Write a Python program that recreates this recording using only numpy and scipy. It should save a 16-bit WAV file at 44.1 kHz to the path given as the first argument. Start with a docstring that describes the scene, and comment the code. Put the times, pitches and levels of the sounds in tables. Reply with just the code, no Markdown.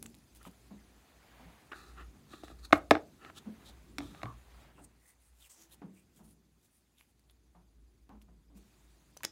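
"""Close to a microphone, small scissors click: short rough rings. From 1.7 s a hollow cardboard box is turned,
rubbed and knocked: friction and blows excite its resonances, loudest near 2.7 and 2.9 s, where the blows also
boom low. From 4.8 s fingers slide on the cap of a small bottle, hissing and squeaking. At 9.2 s something small
clicks. Throughout, dull thuds come through the house over a low hum, rumble, a mid wash and microphone hiss."""
import sys
import numpy as np
from scipy import signal
from scipy.io import wavfile
from scipy.ndimage import uniform_filter1d

SR = 44100
rng = np.random.default_rng(int(sys.argv[2]) if len(sys.argv) > 2 else 0)


def to_wav(sig):
    """Store sig (one row per channel, or 1-D mono) as 16-bit WAV at the path in sys.argv[1].

    Samples outside -1..1 are clipped; the rate is SR.
    """
    pcm = np.clip(np.atleast_2d(sig), -1, 1) * 32767
    pcm = np.round(pcm).astype(np.int16)
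    wavfile.write(sys.argv[1], SR, pcm.T)  # frames by channels


N = 410571

# hum level: time_s, level_db
HUM_LEVEL = [(0, -64), (.28, -78), (.36, -66.5), (1.32, -68.5), (1.5, -62), (1.62, -80), (1.8, -62),
             (2.09, -55.5), (2.2, -74), (2.38, -70), (2.44, -59.5), (2.75, -53), (3.03, -73.5), (3.47, -79),
             (3.56, -64), (3.86, -59), (4.3, -61), (4.37, -54.5), (4.58, -58.5), (4.77, -71), (5.05, -73),
             (5.11, -87), (5.2, -68), (5.41, -67.5), (5.55, -84), (5.76, -68), (6.15, -86), (6.25, -73),
             (7.11, -80), (7.52, -67.5), (8.13, -60.5), (8.6, -64), (8.68, -78), (8.9, -66.5), (9.31, -78)]
# hum pitch: time_s, pitch_hz
HUM_PITCH = [(0, 58.07), (4.6, 57.72), (5.8, 59.24), (7.4, 58.34), (7.6, 55.21), (9.31, 55.33)]
# noise spectra: freq_hz, density_db
RUMBLE_SPECTRUM = [(28, -27), (45, -7), (90, 1), (180, -1.5), (300, -3.5), (400, -7.5), (550, -22),
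                   (900, -42.5)]
WASH_SPECTRUM = [(150, -26.5), (400, -3.5), (700, 1), (1200, -3), (2000, -4.5), (3500, -10.5), (6000, -22)]
HISS_SPECTRUM = [(1470, -31), (2500, -1), (2940, -8.5), (3510, -1), (4130, -1), (4930, 0), (5370, -4.5),
                 (6460, 0.5), (8330, -4.5), (10200, -2.5), (11600, -9.5), (12300, -6), (15100, -8.5),
                 (15800, -13)]
# noise levels: time_s, level_db
RUMBLE_LEVEL = [(0, -54.5), (.22, -65.5), (1.1, -69), (1.8, -65.5), (2.5, -60.5), (2.6, -64.5),
                (3.65, -60.5), (3.81, -66), (4.05, -54), (4.36, -71), (4.81, -64), (5.1, -78), (5.61, -79),
                (5.8, -68.5), (6.31, -71.5), (6.72, -78), (7.3, -74), (8.27, -71.5), (9.31, -69.5)]
WASH_LEVEL = [(0, -76.5), (.64, -71.5), (1.15, -67.5), (1.4, -62), (1.77, -68), (1.9, -69), (2.5, -73),
              (3.1, -73), (3.65, -64.5), (3.95, -72), (4.18, -63), (4.36, -69.5), (4.64, -63), (4.81, -75),
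              (5.4, -80), (5.61, -73.5), (6.3, -83), (8.54, -82.5), (8.56, -74.5), (9.31, -75.5)]
HISS_LEVEL = [(0, -73), (.7, -71.5), (.72, -73.5), (4.64, -73), (4.65, -79), (8.545, -83), (8.555, -73.5),
              (9.31, -75.5)]
# small hard clicks: start_s, level_db, ring_hz, t60_s, crack_db
HARD_CLICKS = [(0.0273, -35.5, 10400, 0.0098, -3), (0.0596, -43.5, 2680, 0.012, -8),
               (.063, -39, 7700, 0.0056, -15), (.101, -54, 11000, .005, -8),
               (0.144, -48, 3960, 0.0067, -12), (.150, -51, 7100, 0.0049, 3), (.168, -57, 9000, .005, -6),
               (.187, -56, 11000, .005, -10), (0.35, -48, 9900, 0.0044, -13), (.371, -50, 9100, 0.0035, 2),
               (0.4292, -54, 10550, .02, -2), (0.452, -48.5, 1250, 0.04, -12), (.513, -55, 10900, .005, -8),
               (5.623, -54, 6000, 0.0036, -21), (6.984, -56, 9110, .004, -3.5),
               (6.995, -53.5, 4960, 0.0025, -4.5), (7.010, -49, 2383, 0.006, -16),
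               (7.195, -61, 8200, .006, -1), (7.298, -55.5, 3340, 0.0096, -13.5),
               (7.310, -55, 10590, .005, -9), (8.093, -57, 2500, .005, -1),
               (8.2165, -49, 3000, 0.0023, -14), (9.168, -43.5, 603, 0.014, -7.5),
               (9.1719, -42, 6000, 0.018, -16), (9.206, -48, 1025, 0.025, -31.5),
               (9.2338, -31, 1770, 0.0062, 4), (9.239, -28, 2000, 0.0031, -14),
               (9.242, -20.5, 1620, 0.0019, -9), (9.245, -42, 8830, .006, 0), (9.248, -29, 5370, 0.0039, 1),
               (9.25, -21, 4930, 0.0074, -6), (9.2492, -34.5, 850, 0.015, -25),
               (9.253, -35.5, 5500, 0.004, -14)]
# fingers on smooth surfaces:
# full_s, rise_s, hold_s, fall_s, level_db, hiss_hz, focus (0-1), squeak_db, squeak_hz
FINGER_STROKES = [(0.034, 0.0056, .002, 0.13, -61.5, 8200, .35, -6, 2780),
                  (0.361, 0.016, .002, 0.046, -59, 9200, .05, -13, 3500),
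                  (0.472, 0.094, .002, 0.035, -60, 7800, 0.1, 7.5, 3060),
                  (2.739, .004, .042, 0.011, -59, 7562, 0.2, 0, 2062),
                  (4.766, 0.055, 0.041, 0.028, -74, 8460, 0.52, 4.5, 2450),
                  (4.848, 0.048, 0.0019, 0.012, -55.5, 8650, 0.83, -14, 2130),
                  (5.08, .16, 0.031, 0.052, -65, 9000, .4, -8, 2010),
                  (5.216, .05, 0.079, 0.049, -71.5, 9140, 0.5, -9.5, 2406),
                  (5.409, 0.097, 0.066, .025, -63.5, 8180, 0.2, -10.5, 3100),
                  (5.497, 0.011, 0.015, 0.12, -57, 7900, 0.56, -18, 3500),
                  (5.623, 0.11, 0.0021, 0.064, -56, 6400, 0.44, -17, 3450),
                  (5.722, .05, 0.023, 0.02, -60.5, 10360, .15, -4, 3340),
                  (5.942, .025, .055, .11, -71.5, 8300, 0.37, -4, 2470),
                  (6.176, 0.081, 0.0019, .1, -66, 7510, 0.24, -8, 3395),
                  (6.247, .04, 0.077, .05, -68, 9750, .42, -24, 3300),
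                  (6.657, .12, 0.0019, .045, -70, 7740, 0.18, -9, 3430),
                  (6.762, 0.14, 0.0095, 0.11, -70.5, 9620, 0.45, -25, 3307),
                  (7.006, 0.094, .002, .075, -67, 11040, 0.26, 4, 2620),
                  (7.087, 0.066, 0.023, .03, -78, 9200, .3, -14, 2900),
                  (7.309, 0.057, 0.0046, 0.019, -75, 10300, .4, 4, 3390),
                  (8.219, 0.0076, .002, 0.017, -65, 9280, 0.01, -3, 2530),
                  (8.575, 0.029, .002, 0.033, -64.5, 8490, 0.18, -9, 2785)]
# thuds through table and house, and at 2.73 and 2.912 s the low boom of the two big box knocks: start_s,
# level_db, boom_hz, rise_s, t60_s, rattle_db
THUDS = [(.035, -52, 228, 0.01, 0.41, -19), (.463, -46.5, 180, 0.0061, 0.14, -9),
         (.708, -46, 203.4, 0.0028, .33, -18.5), (1.397, -54, 254, 0.0097, .37, -8),
         (1.45, -55.5, 171.6, 0.01, 0.3, -23.5), (2.73, -40, 84.83, .004, .25, -14),
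         (2.912, -42, 84.46, .004, .25, -7.5), (3.455, -42.5, 214, 0.022, 0.25, -18.5),
         (3.984, -40.5, 287.5, 0.0018, 0.45, -14.5), (4.239, -42, 117.3, 0.0029, .4, -16),
         (4.779, -56, 287.4, 0.0053, .37, -3.5), (5.559, -69.5, 330, 0.025, 1.26, -9),
         (5.817, -44.5, 283.5, 0.0014, 0.16, -10), (5.83, -46.5, 190.3, 0.012, 0.36, -19),
         (6.13, -66, 165.9, 0.026, 1.8, -27), (6.19, -58.5, 215.5, 0.0093, 0.84, -10.5),
         (7.548, -62, 177.8, .0078, 0.47, -5), (8.092, -57.5, 268.8, 0.003, 0.25, -2.5),
         (8.115, -55, 209, 0.0094, 0.55, -10), (8.283, -57.5, 174.9, 0.0084, .37, -15),
         (8.50, -61, 286.6, .0049, 0.51, -15), (8.55, -54.5, 198.4, .008, 0.35, -25.5),
         (9.25, -57, 324, .006, 0.24, -21)]
# hands on cardboard: full_s, rise_s, hold_s, fall_s, level_db, bright_db, upper_hz
BOX_STROKES = [(0.413, 0.02, .002, 0.025, -57.5, -17, 3720), (1.719, 0.0049, .002, 0.031, -41, -31, 3560),
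               (1.76, 0.054, 0.012, 0.33, -54, -4, 3850), (1.874, .035, 0.044, .03, -62.5, -3.5, 3900),
               (1.98, 0.044, 0.042, .045, -52, -21, 3620), (2.323, 0.081, 0.015, 0.32, -60, 2, 3700),
               (2.337, 0.016, 0.0022, 0.024, -47.5, -21, 3770), (2.44, 0.0035, .002, 0.082, -57.5, 2, 3700),
               (2.512, 0.087, .002, 0.031, -56, -4, 3730), (2.652, 0.041, .002, 0.024, -55, 6, 4150),
               (3.218, .04, .088, .008, -54.5, -15, 3750), (3.382, .04, 0.0023, 0.016, -53, 8.5, 3400),
               (3.661, .03, 0.036, .03, -71.5, 16.5, 3720), (4.014, .006, .002, 0.41, -60, 3.5, 3500),
               (4.148, .01, 0.068, .02, -68, 0, 3550), (2.589, .01, .01, .02, -68, 4.5, 4202)]
# resonances of rubbed cardboard: centre_hz, width_hz, gain_db
CARDBOARD_BANDS = [(344, 220, -6), (805, 250, -9), (1303, 340, -0.5), (1690, 530, -5), (2500, 900, -8)]
# blows on the box, a row per bounce: start_s, level_db, contact_ms, spot_hz, crack_db
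BOX_KNOCKS = [(1.7158, -45, 0.19, 2000, -28), (1.721, -49, 0.16, 1620, -37), (1.732, -44, 0.24, 1600, -33),
              (2.312, -52, 0.67, 350, -30), (2.3355, -39.5, 1, 398, -28), (2.4345, -33.5, 1, 432, -22),
              (2.481, -44.5, 0.18, 1500, -11), (2.50, -43, 0.94, 500, -37), (2.515, -44.5, .8, 350, -26),
              (2.708, -43, .4, 1000, -28), (2.7255, -13, 0.14, 3400, -23.5), (2.7288, -2, 0.27, 1050, -26),
              (2.7318, -26.5, 1, 605, -22), (2.757, -35, .2, 3600, -19.5), (2.909, -6, 0.085, 2080, -19),
              (2.9113, -2.5, 0.93, 597, -29), (2.916, -8.5, 0.41, 496, -37.5), (2.952, -19, .3, 900, -30),
              (2.9675, -24, 0.56, 700, -35), (2.977, -47, .15, 3000, -24), (3.248, -41, 0.15, 2470, -20),
              (3.299, -43, 0.24, 1500, -30), (3.9835, -27.5, 0.069, 2230, -7), (4.004, -36, .2, 1800, -28),
              (4.147, -43, 0.2, 1500, -28), (4.217, -41.5, 0.15, 2070, -29), (4.232, -28, .12, 1300, -20),
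              (4.256, -36.5, 0.3, 1600, -30), (4.30, -55.5, .3, 1100, -23)]
# modes of the struck box: mode_hz, mode_db, t60_s
BOX_MODES = [(306, -2, 0.054), (430, -7.5, 0.012), (670, 1, 0.018), (825, -4.5, 0.012), (1073, -2.5, 0.014),
             (1273, 2.5, 0.007), (1635, -7, .02), (1900.4, -7.5, 0.014), (2200, -5, 0.015),
             (2580, -4.5, 0.0063), (2930, -14.5, .015), (3620, -3.5, .009), (4200, -14, 0.013),
             (4830, -14.5, .008), (6930, -18.5, 0.0021), (10000, -21, .003)]
# rubbing tones, hollow on the box, squeaky on the bottle:
# full_s, rise_s, hold_s, fall_s, level_db, from_hz, to_hz
SQUEAK_STROKES = [(1.722, 0.0041, 0.013, 0.047, -47, 1590, 1450),
                  (1.973, 0.0054, 0.058, 0.029, -58.5, 1290, 1280), (4.16, .01, .06, .01, -64, 1300, 1200),
                  (4.24, 0.0058, .07, 0.064, -52, 1130, 1060), (4.761, .03, .04, .02, -75, 2850, 2700),
                  (5.003, 0.038, 0.13, .02, -77.5, 1990, 1950),
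                  (5.409, 0.027, 0.055, 0.017, -67.5, 4300, 2200), (5.494, 0.012, .1, .04, -71, 5860, 5900),
                  (5.717, 0.021, 0.02, 0.0092, -67, 2620, 4830),
                  (5.958, .02, 0.053, 0.035, -76, 2500, 2470), (6.98, 0.019, 0.014, .015, -73, 3500, 3294),
                  (7.298, 0.0098, 0.0073, .015, -72.5, 3490, 3400)]
# room decay: freq_hz, t60_s
ROOM_DECAY = [(150, 0.12), (400, 0.32), (1000, 0.19), (2500, 0.16), (6000, 0.2), (12000, 0.071)]


def gain_of(db):
    """Decibels to amplitude."""
    return 10 ** (np.asarray(db) / 20)


def unit_rms(x):
    """Scales to rms 1."""
    return x / np.sqrt(np.mean(x ** 2) + 1e-20)


def over_freq(table, hz):
    """Table value over log frequency."""
    table_hz, values = np.transpose(table)
    return np.interp(np.log(hz + 1), np.log(table_hz + 1), values)


def over_time(table):
    """Table value at every sample."""
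    time_s, values = np.transpose(table)
    return np.interp(np.arange(N) / SR, time_s, values)


def add(mix, start_s, sound):
    """Mixes a sound in at start_s."""
    part = mix[round(start_s * SR):][:len(sound)]
    part += sound[:len(part)]


def band(x, hz, width_hz):
    """Two passes of one resonance, rms 1; hz may glide."""
    carrier = np.exp(2j * np.pi * np.cumsum(hz * np.ones(len(x))) / SR)
    pole = np.exp(-np.pi * width_hz / SR)
    for _ in range(2):
        baseband = signal.lfilter([1 - pole], [1, -pole], x / carrier + 1e-18)
        x = 2 * (carrier * baseband).real
    return unit_rms(x)


def patchy_noise(spectrum, patch_db, frame):
    """Shaped noise with drifting patches, rms 1."""
    hz = np.fft.rfftfreq(frame, 1 / SR)
    real, imag, patches = rng.standard_normal((4 * N // frame + 5, len(hz), 3)).T
    patches = uniform_filter1d(patches, size=8, axis=0)
    patches = unit_rms(uniform_filter1d(patches, size=8, axis=1))
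    bins = (real + 1j * imag) * gain_of(over_freq(spectrum, hz)[:, None] + patch_db * patches)
    return unit_rms(signal.istft(bins, nperseg=frame, noverlap=3 * frame // 4)[1][:N])


def friction(count, lump_db):
    """Dense tiny slips whose strength comes in lumps."""
    lumps = unit_rms(uniform_filter1d(rng.standard_normal(count), size=120))
    slips = unit_rms(rng.standard_normal(count) * gain_of(lump_db * lumps))
    return slips * signal.windows.tukey(count, 120 / count)


def stroke(full_s, rise_s, hold_s, fall_s, level_db, floor_db=-26.5):
    """Start time and gain of a stroke: swell until full_s, hold, fade."""
    length_s = rise_s + hold_s + fall_s
    t = np.arange(0, length_s, 1 / SR)
    shape_db = np.interp(t, [0, rise_s, rise_s + hold_s, length_s], [floor_db, 0, 0, floor_db])
    return full_s - rise_s, gain_of(level_db + shape_db)


def hum():
    """A low wavering tone in narrow noise; it comes and goes."""
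    pitch_hz = over_time(HUM_PITCH)
    tone = np.sin(2 * np.pi * np.cumsum(pitch_hz) / SR)
    flutter = band(rng.standard_normal(N), pitch_hz, 15)
    return gain_of(over_time(HUM_LEVEL)) * (1.5 * tone + 0.78 * flutter)


def rumble():
    """Low noise that rises and sinks."""
    return gain_of(over_time(RUMBLE_LEVEL)) * patchy_noise(RUMBLE_SPECTRUM, patch_db=1.0, frame=2048)


def wash():
    """Midrange noise that swells and drops."""
    return gain_of(over_time(WASH_LEVEL)) * patchy_noise(WASH_SPECTRUM, patch_db=1.5, frame=512)


def microphone_hiss():
    """High noise whose level steps a few times."""
    return gain_of(over_time(HISS_LEVEL)) * patchy_noise(HISS_SPECTRUM, patch_db=2.5, frame=512)


def click(level_db, ring_hz, t60_s, crack_db):
    """One short ring that starts rough, on a wide crack."""
    t = np.arange(SR // 20) / SR
    grit, crack = rng.standard_normal((2, len(t)))
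    ring = 0.9 * np.sin(2 * np.pi * ring_hz * t)
    rough = 0.81 * band(grit, ring_hz, 1.54 * ring_hz) + gain_of(crack_db) * crack
    rough *= gain_of(-60 * t / 0.032)
    attack = 1 - np.exp(-t / 0.0001)
    return gain_of(level_db - 60 * t / t60_s) * (ring + rough) * attack


def finger_rub(full_s, rise_s, hold_s, fall_s, level_db, hiss_hz, focus, squeak_db, squeak_hz):
    """Fine friction: hiss, wide or focused by the grip, and a fuzzy lower squeak."""
    start_s, gain = stroke(full_s, rise_s, hold_s, fall_s, level_db)
    slips = friction(len(gain), lump_db=2.0)
    hiss = focus * band(slips, hiss_hz, 2800) + (1 - focus) * band(slips, 10300, 13500)
    fuzz = gain_of(squeak_db - 11.0) * band(slips, squeak_hz, 1300)
    return start_s, gain * (hiss + fuzz)


def thud(level_db, boom_hz, rise_s, t60_s, rattle_db, rattle_hz=735):
    """A muffled blow: a wobbling boom builds up over a shorter dull rattle."""
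    t = np.arange(SR // 2) / SR
    wobble, body, grit = rng.standard_normal((3, len(t)))
    boom = np.sin(2 * np.pi * boom_hz * t) + 0.4 * band(wobble, boom_hz, 57) + 0.4 * band(body, 223, 228)
    rattle = band(grit, rattle_hz, 600) + 0.37 * band(grit, rattle_hz, 1200)
    rattle *= gain_of(rattle_db - 60 * t / 0.8)
    fade = gain_of(-60 * t / t60_s)
    swell = fade * (1 - np.exp(-(t / rise_s) ** 2))
    return gain_of(level_db) * (boom * swell / swell.max() + rattle * fade)


def box_rub(full_s, rise_s, hold_s, fall_s, level_db, bright_db, upper_hz):
    """Friction through cardboard resonances; bright_db sets a quick stroke's upper band and fizz."""
    start_s, gain = stroke(full_s, rise_s, hold_s, fall_s, level_db - 3.5)
    slips = friction(len(gain), lump_db=1.5)
    body = sum(gain_of(db) * band(slips, hz, width_hz) for hz, width_hz, db in CARDBOARD_BANDS)
    upper = 0.75 * band(slips, upper_hz, 1300) + 0.6 * band(slips, 6000, 7200)
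    return start_s, gain * (body + gain_of(bright_db) * upper)


def box_knock(level_db, contact_ms, spot_hz, crack_db):
    """A blow cracks and rings the box, favouring modes near spot_hz; long contact dulls it."""
    t = np.arange(SR // 6) / SR
    mode_hz, mode_db, t60_s = np.transpose(BOX_MODES)[:, :, None]
    scatter_db = rng.normal(0, 2.0, mode_hz.shape)
    detune = rng.normal(0, 0.02, mode_hz.shape)
    struck_db = mode_db + scatter_db - 2.2 * np.log2(mode_hz / spot_hz) ** 2
    envelopes = gain_of(struck_db - 60 * t / t60_s) / (1 + (mode_hz * contact_ms / 1000) ** 2)
    polarity = (-1.) ** np.arange(len(BOX_MODES))[:, None]
    ring = (polarity * envelopes * np.sin(2 * np.pi * mode_hz * (1 + detune) * t)).sum(0)
    ring *= 1 - np.exp(-(1000 * t / contact_ms) ** 2)  # force builds over the contact
    crack = band(rng.standard_normal(len(t)), 3300, 5100) * gain_of(crack_db - 60 * t / 0.024)
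    return gain_of(level_db) * (ring / abs(ring).max() + crack)


def squeak(full_s, rise_s, hold_s, fall_s, level_db, from_hz, to_hz):
    """Friction through one narrow resonance that glides as the grip changes."""
    start_s, gain = stroke(full_s, rise_s, hold_s, fall_s, level_db)
    slips = friction(len(gain), lump_db=3.5)
    glide_hz = np.linspace(from_hz, to_hz, len(gain))
    return start_s, gain * band(slips, glide_hz, width_hz=0.2 * from_hz)


def room(x):
    """Sparse reflections of random sign; each band decays at its own rate."""
    taps = np.zeros(SR // 2)
    slots = np.arange(160, len(taps) - 20, 20)
    taps[slots + rng.integers(0, 20, len(slots))] = rng.choice([-1., 1.], len(slots))
    hz, t, bins = signal.stft(taps, SR, nperseg=256)
    decay = gain_of(-60 * t / over_freq(ROOM_DECAY, hz)[:, None])
    tail = signal.istft(bins * decay, SR, nperseg=256)[1]
    return signal.fftconvolve(x, tail / np.linalg.norm(tail))[:N]


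def scene():
    """Near sounds and their reverb over thuds and background; mono."""
    near = np.zeros(N)
    far = hum() + rumble() + wash() + microphone_hiss()
    for start_s, *row in BOX_KNOCKS:
        add(near, start_s, box_knock(*row))
    for start_s, *row in HARD_CLICKS:
        add(near, start_s, click(*row))
    for row in BOX_STROKES:
        add(near, *box_rub(*row))
    for row in FINGER_STROKES:
        add(near, *finger_rub(*row))
    for row in SQUEAK_STROKES:
        add(near, *squeak(*row))
    for start_s, *row in THUDS:
        add(far, start_s, thud(*row))
    bass_cut = signal.butter(1, 120, "high", fs=SR, output="sos")  # small things radiate little bass
    near = signal.sosfilt(bass_cut, near)
    return (near + gain_of(-17.0) * room(near) + far)[None]


def record(dry, low_hz=35, high_hz=15900):
    """Microphone bass roll-off, then the band limit."""
    thin = signal.sosfilt(signal.butter(2, low_hz, "high", fs=SR, output="sos"), dry)
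    lowpass = signal.firwin(511, high_hz, window=("kaiser", 9), fs=SR)
    return signal.oaconvolve(thin, lowpass[None], "same")


dry = scene()
out = record(dry)
to_wav(out)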